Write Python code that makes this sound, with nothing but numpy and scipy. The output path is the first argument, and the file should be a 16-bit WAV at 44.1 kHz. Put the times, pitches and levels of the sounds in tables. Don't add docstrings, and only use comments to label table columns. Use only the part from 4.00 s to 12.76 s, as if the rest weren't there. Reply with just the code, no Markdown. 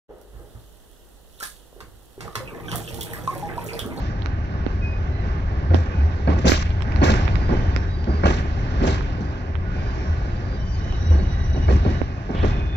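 import sys
import numpy as np
from scipy import signal
from scipy.fft import rfft, irfft, next_fast_len
from scipy.io import wavfile
from scipy.ndimage import uniform_filter1d

SR = 44100
rng = np.random.default_rng(int(sys.argv[2]) if len(sys.argv) > 2 else 0)


def wav_record(signal):
    frames = np.transpose(np.atleast_2d(signal))
    bounded = np.clip(frames, -1, 1)
    quanta = np.round(bounded * 32767).astype(np.int16)
    wavfile.write(sys.argv[1], SR, quanta)


N = 386316

# start in seconds, thud level in dB, clank level in dB,
# rattle level in dB, length of the shaking in seconds.
BANG_BURSTS = [(1.704, -22.5, -38, -45, 0.025), (1.735, -27, -29.5, -36.5, 0.016),
               (2.273, -15.5, -25, -41.5, 0.023), (2.359, -27.5, -33, -40, 0.02),
               (2.443, -14.5, -28.5, -10.5, 0.02), (2.467, -30, -19, -20, 0.022),
               (2.518, -32, -24, -30, 0.01), (3.016, -13, -21.5, -20.5, 0.02),
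               (3.052, -27, -21, -28.5, 0.034), (3.101, -25.5, -38, -31.5, 0.03),
               (3.49, -17.5, -30.5, -45.5, 0.034), (4.068, -20.5, -38, -69, 0.029),
               (4.233, -15, -21, -26.5, 0.044), (4.811, -21, -35, -30, 0.02),
               (4.837, -19.5, -25.5, -27, 0.044), (5.179, -24, -60.5, -46, 0.013),
               (7.106, -25, -36, -47, 0.087), (7.544, -28, -40, -52, 0.039),
               (7.68, -13.5, -29, -33.5, 0.023), (7.85, -18.5, -32, -41, 0.022),
               (8.29, -24, -37, -48, 0.014), (8.348, -35, -32, -47, 0.024),
               (8.429, -18.5, -27.5, -38, 0.011)]
# frequency in Hz, left level against right in dB.
SIDE_LEAN = [(150, .7), (310, -1), (550, -2), (950, -5.5), (1650, -10.5), (2860, -1), (4970, 8),
             (8640, 27.5), (15000, 9.5)]


def rolling():
    # time in seconds, deck rumble level in dB, wheel roar level in dB, wheel hiss level in dB.
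    roll_levels = [(0.0, -25, -29.5, -45.5), (0.15, -25, -32.5, -55.5), (1.6, -23, -31.5, -55),
                   (1.9, -25, -32.5, -56.5), (2.6, -22.5, -32, -49.5), (2.93, -21, -28.5, -53),
                   (3.15, -17, -25, -43.5), (3.36, -18, -31.5, -52.5), (4.15, -24.5, -32, -53),
                   (4.95, -21.5, -30, -49.5), (5.4, -28.5, -33.5, -56), (5.6, -22, -33.5, -57.5),
                   (6.05, -25.5, -33, -53), (6.65, -23.5, -34, -54.5), (6.901, -21.5, -31, -50),
                   (7.9, -18.5, -32, -51), (8.251, -32.5, -33, -54), (8.45, -17.5, -28, -50.5),
                   (8.76, -24.5, -34, -56)]
    # frequency in Hz, relative strength in dB per Hz.
    rumble_colour = [(11, -43.5), (18, -8), (75, 1), (88, -0.5), (151, -17.5), (200, -18.5), (260, -39.5),
                     (440, -120)]
    # frequency in Hz, relative strength in dB per Hz.
    wheel_colour = [(65, -31), (110, -6), (358, -15), (392, -12), (429, -18), (726, -19), (1340, -22.5),
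                    (1450, -20), (2450, -33), (3390, -29), (5640, -33), (7400, -49), (8400, -100),
                    (10900, -130), (18500, -120)]
    hiss_from_hz = 2954
    s, *levels = np.transpose(roll_levels)
    rumble_db, roar_db, hiss_db = (np.interp(np.arange(N) / SR, s, c) for c in levels)

    rumble = rms_one(sum(pair for hz, pair in two_ports([30, 150], rumble_colour)))
    power = uniform_filter1d(rumble.mean(axis=0) ** 2, size=2400)
    rumble = rumble / (power + .1) ** 0.16

    roar, hiss, together = 0, 0, drift(1.8)
    for hz, pair in two_ports(np.geomspace(130, 7500, 16), wheel_colour):
        band = from_db(1.7 * together + 1.1 * drift(13)) * pair
        if hz < hiss_from_hz:
            roar = roar + band
        else:
            hiss = hiss + band
    wheels = from_db(roar_db) * rms_one(roar) + from_db(hiss_db) * rms_one(hiss)
    return from_db(rumble_db) * rms_one(rumble) + wheels


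def booms():
    # time of the loudest moment in seconds, level in dB.
    boom_tops = [(1.73, -13), (2.027, -13.5), (2.3, -15), (2.465, -14.5), (3.03, -17.5), (4.12, -20.5),
                 (4.27, -18), (4.85, -22.5), (6.12, -21), (7.125, -12.5), (7.72, -15), (8.44, -27)]
    boom_hz, stray_share = 73, 0.1007
    rise_s, fall_s = 0.033, 0.053
    s, db = np.transpose(boom_tops)
    since = np.arange(N)[::40, None] / SR - s
    swell = np.exp(-(since / np.where(since < 0, rise_s, fall_s)) ** 2)
    power = (from_db(2 * db) * swell).sum(axis=1)
    pitch_hz = boom_hz * (1 + stray_share * drift(10.0))
    note = np.sqrt(2) * np.sin(2 * np.pi * np.cumsum(pitch_hz) / SR)
    return np.interp(np.arange(N) / 40, np.arange(len(power)), power) ** .5 * note


def bangs():
    part_hz = [330, 1500, 5000]
    # frequency in Hz, delay in seconds, rise in seconds,
    # time to die by 60 dB in seconds, colour in dB.
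    band_shape = [(140, 0.0011, 0.0027, 0.53, -13), (614, 0.0005, 0.0014, 0.19, -10.5),
                  (2450, 0.0039, 0.0034, 0.95, -16.5), (3630, 0.024, 0.0014, 0.44, -17),
                  (5900, 0.0092, 0.018, 0.33, -14), (7500, 0.019, 0.0071, 0.36, -24),
                  (9000, 0.028, 0.0091, 0.24, -31.5)]
    strike_db, strike_s = 1.5, 0.0073
    clatter_db, clatter_per_s = 2, 70
    clatter = from_db(clatter_db * drift(clatter_per_s))
    out = 0
    for hz, pair in two_ports(np.geomspace(140, 8000, 13), [(60, -60), (120, 0), (16000, -21)]):
        delay, rise, t60, colour_db = at_hz(band_shape, hz)
        drive = np.full(N, 1e-9)
        for s, *levels, length in BANG_BURSTS:
            start = round((s + delay) * SR)
            level_db = np.interp(np.log(hz), np.log(part_hz), levels) + colour_db
            drive[start:start + round(length * SR) + 1] = from_db(level_db)
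            drive[start:start + round(strike_s * SR)] = from_db(level_db + strike_db)
        uneven = from_db(2.5 * drift(35))
        out = out + dying(drive, t60, rise) * uneven * rms_one(pair)
    return out * clatter


def chatter():
    # frequency in Hz, relative level in dB,
    # time to die by 60 dB in seconds.
    ringing_steel = [(210, 0, .12), (365, -1, .09), (529, 0, .07), (653, -1, .08), (800, -7, .06),
                     (1090, -14, .05), (1416, -9, .07), (1630, -6, .06), (1900, -10, .05), (2250, -11, .05),
                     (2590, -13, .04), (3300, -17, .04), (4380, -16, .04), (5300, -16, .04)]
    knocks_per_s, knocks_db = 160, -6
    knocks_t60_s, knocks_top_hz = .3, 5600
    drive = np.full(N, 1e-9)
    first = np.zeros(N, bool)
    for s, thud_db, clank_db, rattle_db, length in BANG_BURSTS:
        drive[round(s * SR):round((s + length) * SR) + 1] = from_db(clank_db + knocks_db)
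        first[round(s * SR) + 40] = True
    chance = rng.random(N) < knocks_per_s / SR
    knocks = dying(drive, knocks_t60_s, .0003) * (2 * first + chance)
    out = 0
    for hz, db, t60 in ringing_steel:
        r, w = from_db(-60 / (t60 * SR)), 2 * np.pi * hz / SR
        push = knocks * rng.standard_normal(N) + 1e-18
        ring = signal.lfilter([0, np.sin(w)], [1, -2 * r * np.cos(w), r * r], push)
        out = out + from_db(db) * ring * sides(at_hz(SIDE_LEAN, hz)[0])
    return late_right(signal.sosfilt(signal.butter(4, knocks_top_hz, fs=SR, output="sos"), out))


def ticks():
    # time in seconds, peak of the scratch in dB
    # before its echo, top of the scratch in Hz, low knock level in dB.
    tick_list = [(0.2215, -25, 4440, -44), (0.2598, -15, 6000, -46), (0.6648, -20, 4100, -13),
                 (1.745, -14.5, 5500, -7.5), (2.452, -31, 6500, -26), (2.481, -17, 6000, -22),
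                 (2.4955, -11, 3500, -8.5), (2.519, -6, 4000, -6.5), (2.705, -24, 4000, -46),
                 (2.807, -22.5, 3000, -44), (2.822, -19.5, 6550, -36), (2.922, -23, 6000, -36),
                 (2.961, -16, 5500, -30), (3.1398, -13, 3500, -35), (3.254, -26, 5500, -33),
                 (3.279, -14, 3500, -30), (3.356, -15, 5600, -39), (3.763, -10.5, 6000, -18.5),
                 (4.043, -29, 6500, -43), (5.009, -20, 3400, -34), (5.5539, -21.5, 3600, -38),
                 (6.925, -26, 6000, -48), (8.0163, -24, 3000, -11.5), (8.435, -27.5, 3000, -20)]
    # frequency in Hz before detuning, relative level in dB, time to die by 60 dB in seconds.
    dry_modes = [(1360, 2.5, 0.004), (2160, 0, 0.004), (2990, 0, 0.003), (4430, 2, .002), (5600, 0, .002)]
    scratch_s, dry_db = .0004, 24
    pull_s, knock_hz, knock_t60_s = 0.0011, 245, 0.029
    echo_s, echo_db, smear_s = 0.0075, -10.5, .003
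    lean_db = -31.5
    before, count = SR // 200, len(tick_list)
    out, t = np.zeros((2, N + SR)), np.arange(-SR // 200, SR // 20) / SR
    after = np.maximum(t, 0)
    grit = rng.standard_normal((count, len(t))) * np.exp(-np.abs(t) / scratch_s) * (t > -.0005)
    grit = grit + 5 * (t == 0)
    smear = rng.standard_normal((count, SR // 50)) * np.exp(-np.arange(SR // 50) / SR / smear_s)
    detune = rng.uniform(.85, 1.15, (count, len(dry_modes)))
    for (s, peak_db, top_hz, knock_db), scratch, spot, wall in zip(tick_list, grit, detune, smear):
        modes = sum(np.sin(2 * np.pi * hz * k * after) * from_db(db - 60 * after / t60)
                    for (hz, db, t60), k in zip(dry_modes, spot))
        click = signal.fftconvolve(scratch, modes * np.minimum(after / 0.0004, 1))
        click = click[before:before + len(t)]
        scrape = signal.lfilter(*signal.butter(1, [700, 2500], "band", fs=SR), scratch)
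        click = click + from_db(dry_db) * scrape
        click = signal.sosfilt(signal.butter(8, top_hz, fs=SR, output="sos"), click)
        click = from_db(peak_db) * click / np.abs(click).max()
        echo = np.convolve(click, wall / np.linalg.norm(wall))[:len(t)]
        click = click + from_db(echo_db) * np.roll(echo, round(echo_s * SR))

        swing = np.cos(2 * np.pi * knock_hz * t) * from_db(-60 * after / knock_t60_s)
        snap = np.where(t < 0, -np.exp(t / pull_s), swing)
        knock = from_db(knock_db) * signal.lfilter(*signal.butter(3, 950, fs=SR), snap)
        start = round(s * SR) - before
        out[:, start:start + len(t)] += (click + knock) * sides(lean_db)
    return out[:, :N]


def squeals():
    # start in seconds, length in seconds, pitch in Hz, left level against right in dB,
    # level in dB before the gaps and wavering.
    squeal_list = [(0.81, .19, 2492, 0, -41), (0.81, .19, 4980, 13, -58), (1.09, .14, 2027, -11, -49),
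                   (1.09, .14, 4054, 9, -59), (1.91, .12, 2492, 0, -49), (3.38, .14, 4750, 4, -61),
                   (3.48, .26, 3070, 0, -55), (3.72, .06, 4750, 4, -58), (3.77, .13, 5561, 5, -59),
                   (3.8, .17, 3859, 4, -56), (3.9, .32, 4740, -4, -54), (5.2, .12, 4735, 4, -62),
                   (5.62, .19, 1467, -12, -44), (5.73, .33, 2410, 3, -50), (5.73, .28, 4800, 7, -59),
                   (5.8, .37, 5556, 14, -59), (5.82, .15, 3058, 1, -58), (5.75, .6, 2242, 1, -56),
                   (5.8, .5, 6430, 18, -66), (6.15, .22, 7210, 17, -67), (6.28, .6, 4715, 7, -57),
                   (6.55, .09, 3854, 9, -58), (6.56, .27, 5640, 16, -55), (6.55, .47, 3034, -2, -53),
                   (6.6, .3, 2430, 5, -58), (6.74, .14, 4275, 9, -60), (6.76, .16, 5404, 9, -58),
                   (6.6, .4, 6440, 16, -66), (6.9, .3, 5560, 13, -58), (7.18, .09, 4350, 4, -56),
                   (8.08, .14, 2495, -2, -54), (8.46, .36, 2495, -1, -46), (8.32, .52, 3528, 4, -51)]
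    out = np.zeros((2, N))
    for s, length, hz, lean_db, db in squeal_list:
        add_tone(out, s, length, hz, lean_db, db, waver_db=4)
    return out


def whine():
    start, length, pitch_hz = 6.74, 1.36, 969.5
    # multiple of the pitch, left level against right in dB, level in dB before wavering.
    overtones = [(2, -5, -55), (3, -4, -55), (4, 4, -55), (6, 14, -56)]
    out = np.zeros((2, N))
    for multiple, lean_db, db in overtones:
        add_tone(out, start, length, multiple * pitch_hz, lean_db, db, waver_db=6)
    return out


def add_tone(out, start, length, hz, lean_db, level_db, waver_db):
    stray_hz, stray_share = 5, .0025
    flicker_per_s, swell_db, slip_loss_db = 36, 2.5, -2.5
    span = slice(round(start * SR), min(round((start + length) * SR), N))
    t = np.arange(span.stop - span.start) / SR
    stray = drift(stray_hz)[span]
    waver = np.minimum(drift(flicker_per_s)[span], 1.2)
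    phase = 2 * np.pi * (np.cumsum(hz * (1 + stray_share * stray)) / SR + rng.random())
    tone = np.sqrt(2) * np.array([np.cos(phase), np.sin(phase)])
    gate = np.clip(np.minimum(t, length - t) / (length / 7), 0, 1)
    gain = from_db(level_db + slip_loss_db + swell_db * stray + waver_db * waver)
    out[:, span] += tone * gate * sides(lean_db) * gain


def rasp():
    start, length, level_db, t60 = 8.345, 0.056, -43, 0.71
    t = np.arange(N) / SR
    band = signal.butter(3, [2340, 3600], "band", fs=SR, output="sos")
    noise = rms_one(signal.sosfilt(band, rng.standard_normal(N)))
    drive = from_db(level_db) * ((t > start) & (t < start + length)) + 1e-9
    return dying(drive, t60, 0.007) * noise


def top_noise():
    # start in seconds, length in seconds,
    # level in dB, time to die by 60 dB in seconds.
    bursts = [(1.728, 0.029, -61, .1), (2.475, 0.038, -40, 0.13), (3.033, 0.046, -52, 0.2)]
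    high = signal.butter(10, 10500, "high", fs=SR, output="sos")
    noise = signal.sosfilt(high, rng.standard_normal((2, N)))
    level, t = from_db(-83.0), np.arange(N) / SR
    for s, length, level_db, t60 in bursts:
        drive = from_db(level_db) * ((t > s) & (t < s + length)) + 1e-9
        level = level + dying(drive, t60, .004)
    return level * noise * sides(18.0)


def two_ports(centres, colour):
    # frequency in Hz, shared part of the noise from 0 to 1.
    likeness = [(50, .992), (110, .975), (300, .89), (600, .76), (1200, .57), (2500, .48), (5000, .6)]
    # frequency in Hz, lead in radians.
    left_lead = [(0, 0), (150, .2), (1030, 2.1), (2410, 7.5), (8000, 25.2), (16000, 50)]
    # frequency in Hz, width in Hz, depth in dB.
    wall_dips = [(970, 69, -9), (1337, 120, -8), (465, 49, -3)]
    size = next_fast_len(N)
    hz = np.maximum(np.fft.rfftfreq(size, 1 / SR), 1)
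    shared, left, right = rfft(rng.standard_normal((3, size)))
    alike = np.clip(at_hz(likeness, hz)[0], 0, 1)
    late = np.exp(-1j * np.interp(hz, *np.transpose(left_lead)))
    pair = np.sqrt(alike) * np.array([shared, shared * late]) + np.sqrt(1 - alike) * np.array([left, right])
    dips_db = sum(db / (1 + (2 * (hz - at) / wide) ** 2) for at, wide, db in wall_dips)
    pair = pair * sides(at_hz(SIDE_LEAN, hz)[0]) * from_db(at_hz(colour, hz)[-1] + dips_db)
    place = np.interp(np.log(hz), np.log(centres), np.arange(len(centres)))
    for k, centre in enumerate(centres):
        share = np.maximum(1 - np.abs(place - k), 0)
        yield centre, irfft(pair * share, size)[:, :N]


def dying(drive, t60, rise):
    fall = 60 / t60 * np.arange(N) / SR
    held = from_db(np.maximum.accumulate(20 * np.log10(drive) + fall) - fall)
    r = np.exp(-1 / (rise * SR))
    return signal.lfilter([1 - r], [1, -r], held)


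def drift(rate):
    r = np.exp(-80 * np.pi * rate / SR)
    coarse = rng.standard_normal(N // 40 + 2002)
    slow = signal.lfilter([1], [1, -2 * r, r * r], coarse)[2000:]
    return np.interp(np.arange(N) / 40, np.arange(len(slow)), rms_one(slow))


def sides(lean_db):
    gains = from_db(np.array([lean_db / 2, -lean_db / 2]).reshape(2, -1))
    return gains / gains.mean(axis=0)


def late_right(pair):
    return np.array([pair[0], np.pad(pair[1], (round(.0005 * SR), 0))[:N]])


def from_db(db):
    return 10 ** (np.asarray(db) / 20)


def rms_one(x):
    return x / np.sqrt(np.mean(x ** 2) + 1e-20)


def at_hz(points, hz):
    return [np.interp(np.log(hz), np.log(np.array(points)[:, 0]), c) for c in np.array(points).T[1:]]


def scene():
    heard = rolling() + booms() + bangs() + chatter() + ticks() + squeals() + whine() + rasp()
    passed = signal.sosfilt(signal.cheby2(16, 60, 8900, fs=SR, output="sos"), heard)
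    return passed + top_noise()


def record(dry):
    rounded = dry / (1 + np.abs(dry / .97) ** 4) ** (1 / 4)
    return signal.sosfilt(signal.cheby2(16, 70, 16100, fs=SR, output="sos"), rounded)


dry = scene()
out = record(dry)
wav_record(out)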